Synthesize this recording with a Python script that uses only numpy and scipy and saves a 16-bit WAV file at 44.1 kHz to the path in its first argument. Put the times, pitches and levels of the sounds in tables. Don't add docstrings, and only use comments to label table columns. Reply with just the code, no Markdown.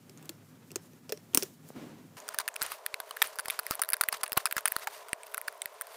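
import sys
import numpy as np
from scipy import signal
from scipy.fft import rfft, irfft
from scipy.io import wavfile
from scipy.ndimage import uniform_filter1d

SR = 44100
rng = np.random.default_rng(int(sys.argv[2]) if len(sys.argv) > 2 else 0)


def digitize_waveform(pressure):
    field = np.atleast_2d(pressure).T
    bounded = np.clip(field, -1, 1)
    quanta = np.round(bounded * 32767).astype(np.int16)
    wavfile.write(sys.argv[1], SR, quanta)


def volts(x):
    e = np.asarray(x, float) / 20
    return 10 ** e


N = 262836
CUT_S, SPEED = 2.168, 4


def rms_one(x):
    return x / np.sqrt(np.mean(x ** 2) + 1e-20)


def peak_one(x):
    return x / abs(x).max()


def resonate(x, hz, width_hz):
    r = np.exp(-np.pi * width_hz / SR)
    gain = (1 - r * r) / 2
    return signal.lfilter([gain, 0, -gain], [1, -2 * r * np.cos(2 * np.pi * hz / SR), r * r], x)


def add(out, s, x):
    at = round(s * SR)
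    out[at:at + len(x)] += x[:len(out) - at]


def contacts():
    # start_s, crack_db, edge_db, knock_db, pitch_hz
    hooking = [(0.096, -39.5, -39, -53.5, 387), (0.175, -40.5, -55, -56, 286.6),
               (0.227, -51, -39, -57, 312), (0.2567, -49, -32, -73, 404.8), (0.2933, -25.5, -22, -39, 324),
               (0.706, -41.5, -55, -53, 340), (0.7168, -37.5, -33, -47.5, 370),
               (0.7585, -18, -21, -33.5, 370), (0.7635, -36, -25, -47, 498), (0.934, -51, -51, -56, 344.1),
               (1.094, -29.5, -38, -43, 444), (1.0977, -34, -30, -58, 657.7),
               (1.1005, -36, -43.5, -40, 500), (1.1225, -19.5, -17, -28, 426),
               (1.1743, -39, -51, -48.5, 395), (1.3346, -42, -63, -49, 370), (1.3475, -10, 0.5, -32.5, 262),
               (1.3741, -5.5, 2.5, -26, 295), (1.363, -47, -26.5, -56, 300), (1.395, -34, -24.5, -55, 302),
               (1.4249, -17.5, -28, -35.5, 380), (1.4255, -32, -33, -57, 381),
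               (1.4311, -21.5, -12.5, -38.5, 376), (1.4338, -27.5, -32, -57, 400),
               (1.689, -55, -34, -69, 580.8)]
    turning = [(2.202, -58, -29, -58, 950), (2.289, -24.5, -14.5, -31.5, 1350),
               (2.345, -38, -23, -31, 1270), (2.387, -16.5, -7, -21.5, 1528),
               (2.4006, -26, -21, -33.5, 1070), (2.4789, -21.5, -13, -22, 1660),
               (2.563, -26, -18, -34, 2360), (2.6183, -17.5, -13, -26.5, 1440),
               (2.719, -34.5, -18, -30.5, 1200), (2.8633, -24, -9.5, -26, 1790),
               (2.9424, -24.5, -20.5, -26, 1880), (3.0022, -27, -19.5, -29, 1092),
               (3.1097, -30.5, -23.5, -34, 1090), (3.1697, -38, -23, -31.5, 1723),
               (3.2187, -24, -50, -23, 927), (3.2191, -13, -10, -13, 1800), (3.3572, -38, -27, -43, 1140),
               (3.3875, -23.5, -14, -29, 1490), (3.4579, -34, -20, -30.5, 1840),
               (3.4832, -27.5, -14, -31, 980), (3.5007, -21, -17, -23.5, 2270),
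               (3.5912, -24.5, -12, -26.5, 1300), (3.6665, -30.5, -14.5, -32, 1959)]
    pushing = [(3.7098, -18.5, -7, -22, 1310), (3.7944, -58, -33, -29.5, 850),
               (3.8213, -27, -10, -24.5, 1380), (3.8361, -27, -16, -31, 1650),
               (3.8897, -33, -10, -30.5, 1630), (3.9334, -16, -3, -20.5, 1560),
               (4.0111, -17.5, 1, -16.5, 1290), (4.0368, -25, -12, -24, 1440),
               (4.087, -47, -6.5, -22, 1820), (4.126, -24, -15, -27, 2071),
               (4.1281, -28.5, -14, -26.5, 1110), (4.2338, -23, -7.5, -23.5, 1290),
               (4.2636, -29, -27.5, -32.5, 1620), (4.3205, -30, -12.5, -28, 1920),
               (4.33, -25, -10.5, -32.5, 1080), (4.3763, -26, -1, -20, 1080),
               (4.4564, -15, -4.5, -22.5, 1210), (4.4622, -18, -14, -45, 1510),
               (4.5255, -33, -7, -23.5, 1675), (4.5665, -23, -12.5, -24.5, 1670),
               (4.581, -20.5, -14, -21.5, 1470)]
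    setting = [(4.656, -50, -6.5, -19.5, 1500), (4.677, -24, -17, -23.5, 1680),
               (4.7209, -47, -6.5, -30, 1590), (4.7647, -21, -8, -20.5, 1360),
               (4.8723, -66.5, -20.5, -22.5, 1580), (4.8746, -63.5, -33, -26.5, 830),
               (5.1316, -28.5, -9.5, -21.5, 1910), (5.2338, -54, -23.5, -40.5, 2397),
               (5.345, -28.5, -11, -28.5, 1537), (5.379, -54, -14.5, -29, 1430),
               (5.4147, -54.5, -14, -37, 1920), (5.482, -24.5, -19, -24, 1650),
               (5.6189, -25.5, -12.5, -31, 2170), (5.6579, -29.5, -11, -27.5, 1836),
               (5.8117, -63, -12, -29, 1560)]
    # start_s, edge_db, knock_db
    rebounds = [(2.405, -20, -30), (2.414, -25.5, -37), (2.486, -19, -29), (2.613, -30, -35),
                (2.6263, -9, -29), (2.633, -13, -37), (2.6636, -19.5, -41), (3.2245, 1.5, -17),
                (3.2427, -24, -34), (3.2723, -22, -47), (3.3937, -21.5, -27), (3.5066, -10, -31.5),
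                (3.595, -15, -27), (3.705, -27, -49), (3.715, -17.5, -47), (3.718, -26, -35),
                (3.7208, -32, -30), (3.7536, -17, -43), (3.8178, -2.5, -29), (3.826, -20, -34),
                (3.9027, -13, -40), (3.908, -24, -42), (3.9222, -22, -36), (3.9386, -10, -33),
                (3.941, -21, -26), (3.9679, -22, -38.5),
                (4.0148, -8, -24.5), (4.237, -11.5, -25), (4.2397, -17, -26), (4.279, -22, -42),
                     (4.3664, -36, -42), (4.3692, -29, -28.5), (4.3733, -9, -30), (4.3782, -19, -23),
                     (4.3802, -21, -39), (4.4572, -12, -25.5), (4.4685, -23, -29.5), (4.472, -30, -31),
                     (4.5118, -16, -30), (4.5698, -16, -29.5), (4.608, -23.5, -45), (4.658, -7, -20.5),
                     (4.6618, -20, -28.5), (4.681, -9, -28), (4.7175, -26, -49), (5.34, -25, -39.5),
                     (5.813, -19, -40.5), (5.8194, -16, -39)]
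    # start_s, peak_db
    ticks = [(2.2808, -27.5), (2.4077, -43), (2.542, -30), (3.093, -35), (3.4076, -28), (3.450, -32.5),
             (3.633, -32.5), (3.848, -24.5), (3.857, -31), (3.885, -31), (4.028, -28), (4.082, -32.5),
             (4.1206, -31.5), (4.478, -37), (4.844, -31), (4.885, -30), (4.786, -30), (5.085, -28),
             (5.0923, -30), (5.222, -44), (5.316, -39), (5.4786, -23), (5.526, -33), (5.5465, -40),
             (5.791, -54), (5.845, -45), (5.87, -29),
             (2.34, -31), (2.5593, -24), (2.7684, -44), (2.858, -38), (3.166, -28), (3.606, -40),
                   (3.748, -28), (4.296, -31), (4.36, -35), (3.1775, -39.5), (3.363, -32.5),
                   (3.3987, -16.5), (3.7305, -33), (3.7378, -28), (4.2596, -28), (4.4878, -37),
                   (4.5604, -35), (4.7567, -36), (4.761, -32), (4.791, -33), (4.7963, -27), (4.9494, -41),
                   (5.3214, -38), (5.3723, -27), (5.5776, -41), (5.6292, -39), (5.732, -42), (5.742, -40),
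                   (5.8072, -42), (3.465, -40), (3.5035, -23), (3.537, -31), (4.0912, -18), (5.485, -26)]

    snaps = np.array(hooking + turning + pushing + setting)
    rows = list(snaps)
    for s, edge_db, knock_db in rebounds:
        nearest = np.argmin(abs(snaps[:, 0] - s))
        pitch_hz = snaps[nearest, 4] * np.exp(0.06 * rng.standard_normal())
        rows.append((s, knock_db - 1.5, edge_db, knock_db, pitch_hz))
    for s, peak_db in ticks:
        rows.append((s, peak_db - 15, peak_db, peak_db - 15.5, 1400))
    rows = np.array(rows)
    s, _, edge_db, knock_db, pitch_hz = rows.T
    hook_cycles, hand_cycles, shorter_db_per_db = 10, 24.2, 0.19
    cycles = np.where(s > CUT_S, hand_cycles, hook_cycles) * volts(-shorter_db_per_db * (edge_db - knock_db))
    return np.column_stack([rows, cycles / pitch_hz])


def peg_crack(s, crack_db, edge_db, knock_db, tap, noise, t, speed):
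    # pitch_hz, width_hz, level_db
    pegs = [(850, 300, 0), (1242, 560, 11), (1611, 210, 7.5), (2434, 1070, 10), (2830, 1700, 3.5),
            (4184, 400, 0), (5360, 3700, 4.5), (8900, 2900, 1.5), (10920, 1900, 1), (14400, 3800, 6.5)]
    # start_s, low_hz, high_hz
    struck_pegs = [(0.096, 5400, 7600), (0.175, 6500, 7000), (0.228, 3412, 7440), (0.257, 6204, 7850),
                   (0.293, 4440, 7600), (0.705, 2600, 7615), (0.718, 5592, 7700), (0.759, 6550, 7660),
                   (0.765, 6180.0, 7900), (0.935, 6200.0, 12020.0), (1.093, 5360.0, 7760),
                   (1.101, 5300, 13560), (1.123, 5460, 13600), (1.175, 5600, 7500), (1.335, 3280, 12860.0),
                   (1.348, 6263, 8920), (1.374, 5750, 15300), (1.431, 5900, 14800), (1.69, 4200, 15500),
                   (2.191, 2670.0, 8555), (2.202, 6480.0, 6640), (2.28, 5160, 9500), (2.289, 4630, 10000),
                   (2.346, 4640, 9350), (2.388, 6200, 9700), (2.404, 4200, 9673), (2.414, 3800, 8807),
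                   (2.479, 2750, 10360), (2.486, 2580, 9500), (2.543, 5850, 6794), (2.563, 2648, 10290),
                   (2.619, 3870, 8000), (2.626, 4700, 11600), (2.634, 3880.0, 13040), (2.664, 2607, 9400),
                   (2.719, 2681, 11830), (2.863, 3200, 14370), (2.943, 2900, 11150), (3.002, 3460, 11700),
                   (3.093, 4254, 11620), (3.11, 3080, 9800), (3.17, 2608, 12300), (3.22, 3350, 12500),
                   (3.243, 2970.0, 12030), (3.273, 2970.0, 9733), (3.358, 4760, 13000),
                   (3.388, 4720, 10100), (3.4, 4170, 9955), (3.45, 4777, 11800), (3.458, 4382, 11860),
                   (3.484, 4760, 10500), (3.507, 3550, 11350), (3.591, 4300, 10800), (3.633, 2647, 11580),
                   (3.667, 4630, 12070), (3.71, 4750, 10590), (3.718, 4460, 12760), (3.754, 3270.0, 12200),
                   (3.795, 2610.0, 11410.0), (3.819, 4560, 9460),
                   (3.827, 2948, 10200), (3.837, 3884, 9874), (3.849, 3830.0, 10100), (3.89, 4500, 14500),
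                   (3.903, 4640, 11500), (3.923, 4742, 11680), (3.934, 4605, 10890), (3.941, 3800, 10000),
                   (3.968, 4850, 11600), (4.011, 4440, 10030), (4.018, 3730, 9200), (4.028, 2690.0, 9800.0),
                   (4.037, 4570, 10200), (4.087, 2630.0, 13700), (4.129, 4500, 10000), (4.234, 4928, 9050),
                   (4.241, 4700, 9200), (4.264, 2620, 9700), (4.279, 2838, 9400), (4.321, 2680, 13400),
                   (4.33, 5140, 13100), (4.366, 4128, 13070.0), (4.374, 2480, 15400),
                   (4.38, 2780.0, 11580.0), (4.456, 5070, 10600), (4.463, 2530, 8950), (4.472, 4980, 9905),
                   (4.512, 2570, 13330.0), (4.525, 3076, 13200), (4.567, 5060, 15500), (4.581, 4830, 9600),
                   (4.608, 2650.0, 12990), (4.656, 2630, 9359), (4.663, 2948, 9530), (4.681, 4800, 9368),
                   (4.721, 2614, 13200), (4.766, 4000, 10100), (4.845, 4786, 13290), (4.873, 2610.0, 13300),
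                   (4.885, 4757, 8200), (5.085, 4758, 8800), (5.093, 2853, 8440), (5.132, 4700, 8600),
                   (5.234, 2610.0, 8500), (5.27, 2607, 8658), (5.315, 2907, 13220), (5.344, 2620, 13600),
                   (5.372, 2610.0, 13100), (5.379, 3230.0, 10600), (5.415, 2610.0, 15000),
                   (5.482, 4630, 8970), (5.527, 4800, 9700), (5.546, 4740, 10380.0), (5.578, 2800.0, 10850),
                   (5.619, 3580, 8050), (5.658, 2550, 13000), (5.812, 2609, 8900), (5.819, 3760, 9100),
                   (5.844, 3570.0, 8400.0), (5.87, 4430, 8600)]

    low, high = 0, 0
    for k, (hz, width_hz, level_db) in enumerate(pegs):
        if hz * speed >= 17500:
            continue
        if speed == 1 and hz < 3000:
            level_db = level_db - 1.5
        gain = (-1) ** k * volts(level_db + rng.normal(0, 1.5))
        ring = gain * resonate(tap, hz * speed, width_hz * speed)
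        if hz * speed < 6500:
            low = low + ring
        else:
            high = high + ring

    struck = np.array(struck_pegs)
    _, low_hz, high_hz = struck[np.argmin(abs(struck[:, 0] - s))]
    low_q, high_q, linger_q = 8.8, 4.26, 45
    low_ring = resonate(tap, low_hz, low_hz / low_q)
    linger = resonate(tap, high_hz, high_hz / linger_q)
    high_ring = peak_one(resonate(tap, high_hz, high_hz / high_q)) + volts(-18) * peak_one(linger)
    low = peak_one(peak_one(low) + volts(1) * peak_one(low_ring))
    high = peak_one(peak_one(high) + volts(1.5) * peak_one(high_ring))

    if speed == 1:
        shiver_db = knock_db - crack_db
        low = low + resonate(noise * volts(shiver_db - 20 - 60 * t / 0.29454), 3100, 197.1)
        low = low + resonate(noise[::-1] * volts(shiver_db - 14.5 - 60 * t / 0.41), 5450, 180)
    crack = volts(crack_db) * low + volts(edge_db - 3.5) * high
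    if s > 3.3:
        crack = crack - 0.85 * resonate(crack, 6700, 2200)
    return crack


def base_knock(s, pitch_hz, t60_s, push, speed):
    # start_s, ring_width_hz
    hollow = [
        (0.7584, 90),
        (1.1224, 42),
        (1.3735, 70),
        (2.719, 169.8),
        (2.943, 701.4),
        (3.7945, 150),
        (4.2334, 189.9),
        (4.8755, 133),
        (5.3447, 119.7),
        (5.6188, 199.9),
    ]
    width_hz = 150 + 2.2 / t60_s if speed > 1 else 55
    own_hz = next((own for at, own in hollow if abs(at - s) < .003), width_hz)
    body = resonate(resonate(push, pitch_hz, own_hz), pitch_hz, 17.1 * width_hz)
    clack = volts(-16) * resonate(push, 1.388 * pitch_hz, 0.27 * width_hz)
    dull = volts(-24) * resonate(push, 0.84 * pitch_hz, 0.7 * width_hz)
    slap = volts(-22) * resonate(push, 3.8 * pitch_hz, 21 * width_hz)
    return peak_one(body + clack + dull + slap)


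def clicks():
    out = np.zeros(N)
    for s, crack_db, edge_db, knock_db, pitch_hz, t60_s in contacts():
        speed = SPEED if s > CUT_S else 1
        t = np.arange(3500 if speed == 1 else 1400) / SR
        noise = rng.standard_normal(len(t))
        strike = volts(-60 * t / (0.12 * t60_s))
        chatter = volts(4.6 * np.repeat(rng.standard_normal(100), 35)[:len(t)])
        rattle_t60_s = t60_s * (1.2 if speed == 1 else 0.8)
        rattle = chatter * volts(-14 - 60 * t / rattle_t60_s)
        reflections = volts(-42 - 60 * t * speed / .15)
        burst = noise * (strike + rattle + reflections) * (1 - np.exp(-t / .8e-4))
        tap = burst + 2.2 * (t == t[3])
        push = np.sign(noise[0]) * strike + noise * rattle * 3.4

        start_s = s - 2.5e-4
        base_lag_s = 0.00134 if speed == 1 else 0
        add(out, start_s, peg_crack(s, crack_db, edge_db, knock_db, tap, noise, t, speed))
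        knock = base_knock(s, pitch_hz, t60_s, push, speed)
        add(out, start_s + base_lag_s, volts(knock_db + 4.5) * knock)
    return out


def folds():
    # start_s, area_db
    up_folds = [
        (2.349, -12),
        (2.387, -25),
        (2.94, -13),
        (3.221, -22),
        (4.0105, -4),
        (4.0862, -4),
        (4.321, -3.5),
        (4.331, -7),
        (4.3734, 14),
        (5.655, -17),
    ]
    # start_s, area_db
    down_folds = [(2.401, -7), (2.618, 1.5), (2.625, -6), (3.389, -8.5), (3.4566, -6), (3.484, -1.5),
                  (3.71, 14), (4.233, -9), (4.3771, 8.5), (4.455, -15), (4.526, -5), (4.5671, 5),
                  (4.7213, -3.5), (4.7661, 6), (5.132, 9)]
    out = np.zeros(N)
    for gain, rows in ((0.44, up_folds), (-0.36, down_folds)):
        for s, area_db in rows:
            out[round(s * SR)] = gain * volts(area_db)
    return signal.lfilter(*signal.butter(1, 1500, fs=SR), out)


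def strokes(rows, t, rest_db):
    power = volts(rest_db) ** 2
    for s, rise_s, fall_s, peak_db in rows:
        distance = np.maximum((s - t) / rise_s, (t - s) / fall_s)
        power = power + volts(peak_db - 15 * distance) ** 2
    return np.sqrt(power)


def palm():
    thump_s, thump_db, thump_hz = 1.7037, -37, 430
    thump = np.zeros(N)
    thump[round(thump_s * SR)] = 1
    thump = resonate(resonate(thump, thump_hz, 400), thump_hz, 500)
    drag = (1.762, 0.02, 0.3, -45)   # peak_s, rise_s, fall_s, level_db
    hum = rms_one(resonate(rng.standard_normal(N), 253, 86))
    return hum * strokes([drag], np.arange(N) / SR, -120) - volts(thump_db) * peak_one(thump)


def colour(x, points, speed):
    hz, level_db = np.transpose(points)
    grid_hz = np.fft.rfftfreq(len(x), 1 / SR) + 1
    gain = volts(np.interp(np.log(grid_hz), np.log(hz * speed), level_db))
    return rms_one(irfft(rfft(x) * gain, len(x)))


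def grains(count, per_s, spread_db, slips_per_s):
    wander = rms_one(uniform_filter1d(rng.standard_normal(count), round(SR / per_s)))
    slips = (rng.random(count) < slips_per_s / SR) * rng.exponential(0.8, count)
    return rng.standard_normal(count) * (volts(spread_db * wander) + signal.lfilter([1], [1, -.965], slips))


def room_rumble(count, speed):
    # pitch_hz, width_hz, level_db
    room = [(106.8, 12.5, -4.5), (156.4, 28.2, -0.5), (249.4, 48, -5.5), (370, 120, -21)]
    white = rng.standard_normal(count)
    rumble = 0
    for k, (hz, width_hz, level_db) in enumerate(room):
        mode = resonate(resonate(white, hz * speed, width_hz * speed), hz * speed, 2.7 * width_hz * speed)
        rumble = rumble + (-1) ** k * volts(level_db) * mode
    return rms_one(rumble)


def handling(rows, count, start_s, speed, hiss_colour, rumble_db, scrape_db, hiss_db, patchy_db, bed_db):
    # pitch_hz, level_db (per Hz)
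    scrape_colour = [(60, -17), (250, 4.5), (450, 3), (800, -3), (1300, -5), (1500, -5.5), (2500, -9.5),
                     (6000, -19.5), (20000, -41)]
    t, rows = start_s + np.arange(count) / SR, np.array(rows)
    pressure = strokes(rows[:, :4], t, scrape_db)
    slide = strokes(rows[:, [0, 1, 2, 4]], t, hiss_db)
    scrape = colour(grains(count, 27 * speed, patchy_db, 1.5 * speed), scrape_colour, speed)
    hiss = colour(grains(count, 40 * speed, patchy_db, 9 * speed ** 2), hiss_colour, 1)
    bed_colour = [(60, -24), (200, -17), (330, -8), (3000, -14), (16000, -14)]   # Hz, dB
    bed = colour(rng.standard_normal(count), bed_colour, 1)
    return volts(rumble_db) * room_rumble(count, speed) + pressure * scrape + slide * hiss + volts(bed_db) * bed


def scene():
    # peak_s, rise_s, fall_s, scrape_db, hiss_db
    slow_strokes = [
        (0.25, 0.11, 0.093, -58, -62),
        (0.78, 0.0577, 0.1155, -60, -80),
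        (0.86, 0.0368, 0.019, -70.5, -55.5),
        (1.14, 0.047, 0.042, -59, -56),
        (1.352, 0.0082, 0.0085, -32, -60),
        (1.385, 0.034, 0.09, -47.5, -39.5),
        (1.692, 0.032, 0.043, -60.5, -50.5),
        (1.765, 0.02104, 0.13, -58, -62),
        (1.82, 0.1373, 0.1896, -52, -64),
    ]
    # peak_s, rise_s, fall_s, scrape_db, hiss_db
    fast_strokes = [(2.181, 0.02, 0.027, -45.5, -53), (2.345, 0.19, 0.0272, -54, -68),
                    (2.402, 0.01, 0.014, -35, -55.5), (2.64, 0.04, 0.085, -40, -64),
                    (2.721, 0.031, 0.04, -42.5, -40), (3.08, 0.078, 0.12, -56, -60),
                    (3.33, 0.023, 0.024, -50, -59), (3.796, 0.008, 0.0058, -61, -54),
                    (3.25, 0.047, 0.055, -40.5, -43), (3.531, 0.1, 0.075, -45.5, -54),
                    (3.738, 0.1, 0.021, -44, -46.5), (4.029, 0.01716, 0.037, -49, -63),
                    (4.143, 0.022, 0.023, -38, -48), (4.1695, 0.0046, 0.005, -60, -37),
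                    (4.1815, 0.004, 0.0035, -47, -50), (4.213, 0.0054, 0.0047, -43, -49),
                    (4.402, 0.033, 0.03, -44.5, -45), (4.527, 0.06, 0.022, -53.5, -54.5),
                    (4.586, 0.02, 0.015, -37.5, -42), (4.668, 0.01663, 0.18, -53, -55),
                    (4.834, 0.057, 0.015, -45, -49), (4.945, 0.067, 0.089, -49, -49.5),
                    (5.028, 0.008, 0.0086, -52, -70), (5.268, 0.005, 0.005, -57, -44),
                    (5.297, 0.0064, 0.009, -65, -57), (5.695, 0.005, 0.005, -70, -60),
                    (5.3, 0.037, 0.23, -68, -62), (5.55, 0.23, 0.1, -66, -78),
                    (5.95, 0.082, 0.089, -52.5, -52)]
    # pitch_hz, level_db (per Hz)
    slow_hiss = [(1470, -45), (2500, -16.5), (3060, -7.5), (7480, -1.5), (8200, -4), (14600, -4),
                 (15800, 1.5)]
    # pitch_hz, level_db (per Hz)
    fast_hiss = [(1650, -13), (2800, 4.5), (3910, 2), (4610, 6.5), (6700, -13), (9000, 6), (11800, 2.5),
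                 (15800, 4.5)]

    cut = round(CUT_S * SR)
    slow = handling(slow_strokes, cut, 0, 0.9804, slow_hiss,
                    rumble_db=-57, scrape_db=-63.5, hiss_db=-65, patchy_db=1.5, bed_db=-71.5)
    fast = handling(fast_strokes, N - cut, CUT_S, SPEED, fast_hiss,
                    rumble_db=-53.5, scrape_db=-59.5, hiss_db=-95, patchy_db=2.3, bed_db=-66.5)
    lowpass = signal.cheby2(12, 50, 16100, fs=SR, output="sos")
    quiet = signal.sosfilt(lowpass, np.concatenate([slow, fast]))
    return (clicks() + folds() + palm() + quiet)[None]


def band_limit(x):
    return signal.sosfilt(signal.butter(12, 17150, fs=SR, output="sos"), x)


def record(dry):
    rounded = 1.3 * np.tanh(dry / 1.3)
    lowpass = signal.cheby2(10, 60, 17000, fs=SR, output="sos")
    return band_limit(signal.sosfilt(lowpass, rounded))


dry = scene()
out = record(dry)
digitize_waveform(out)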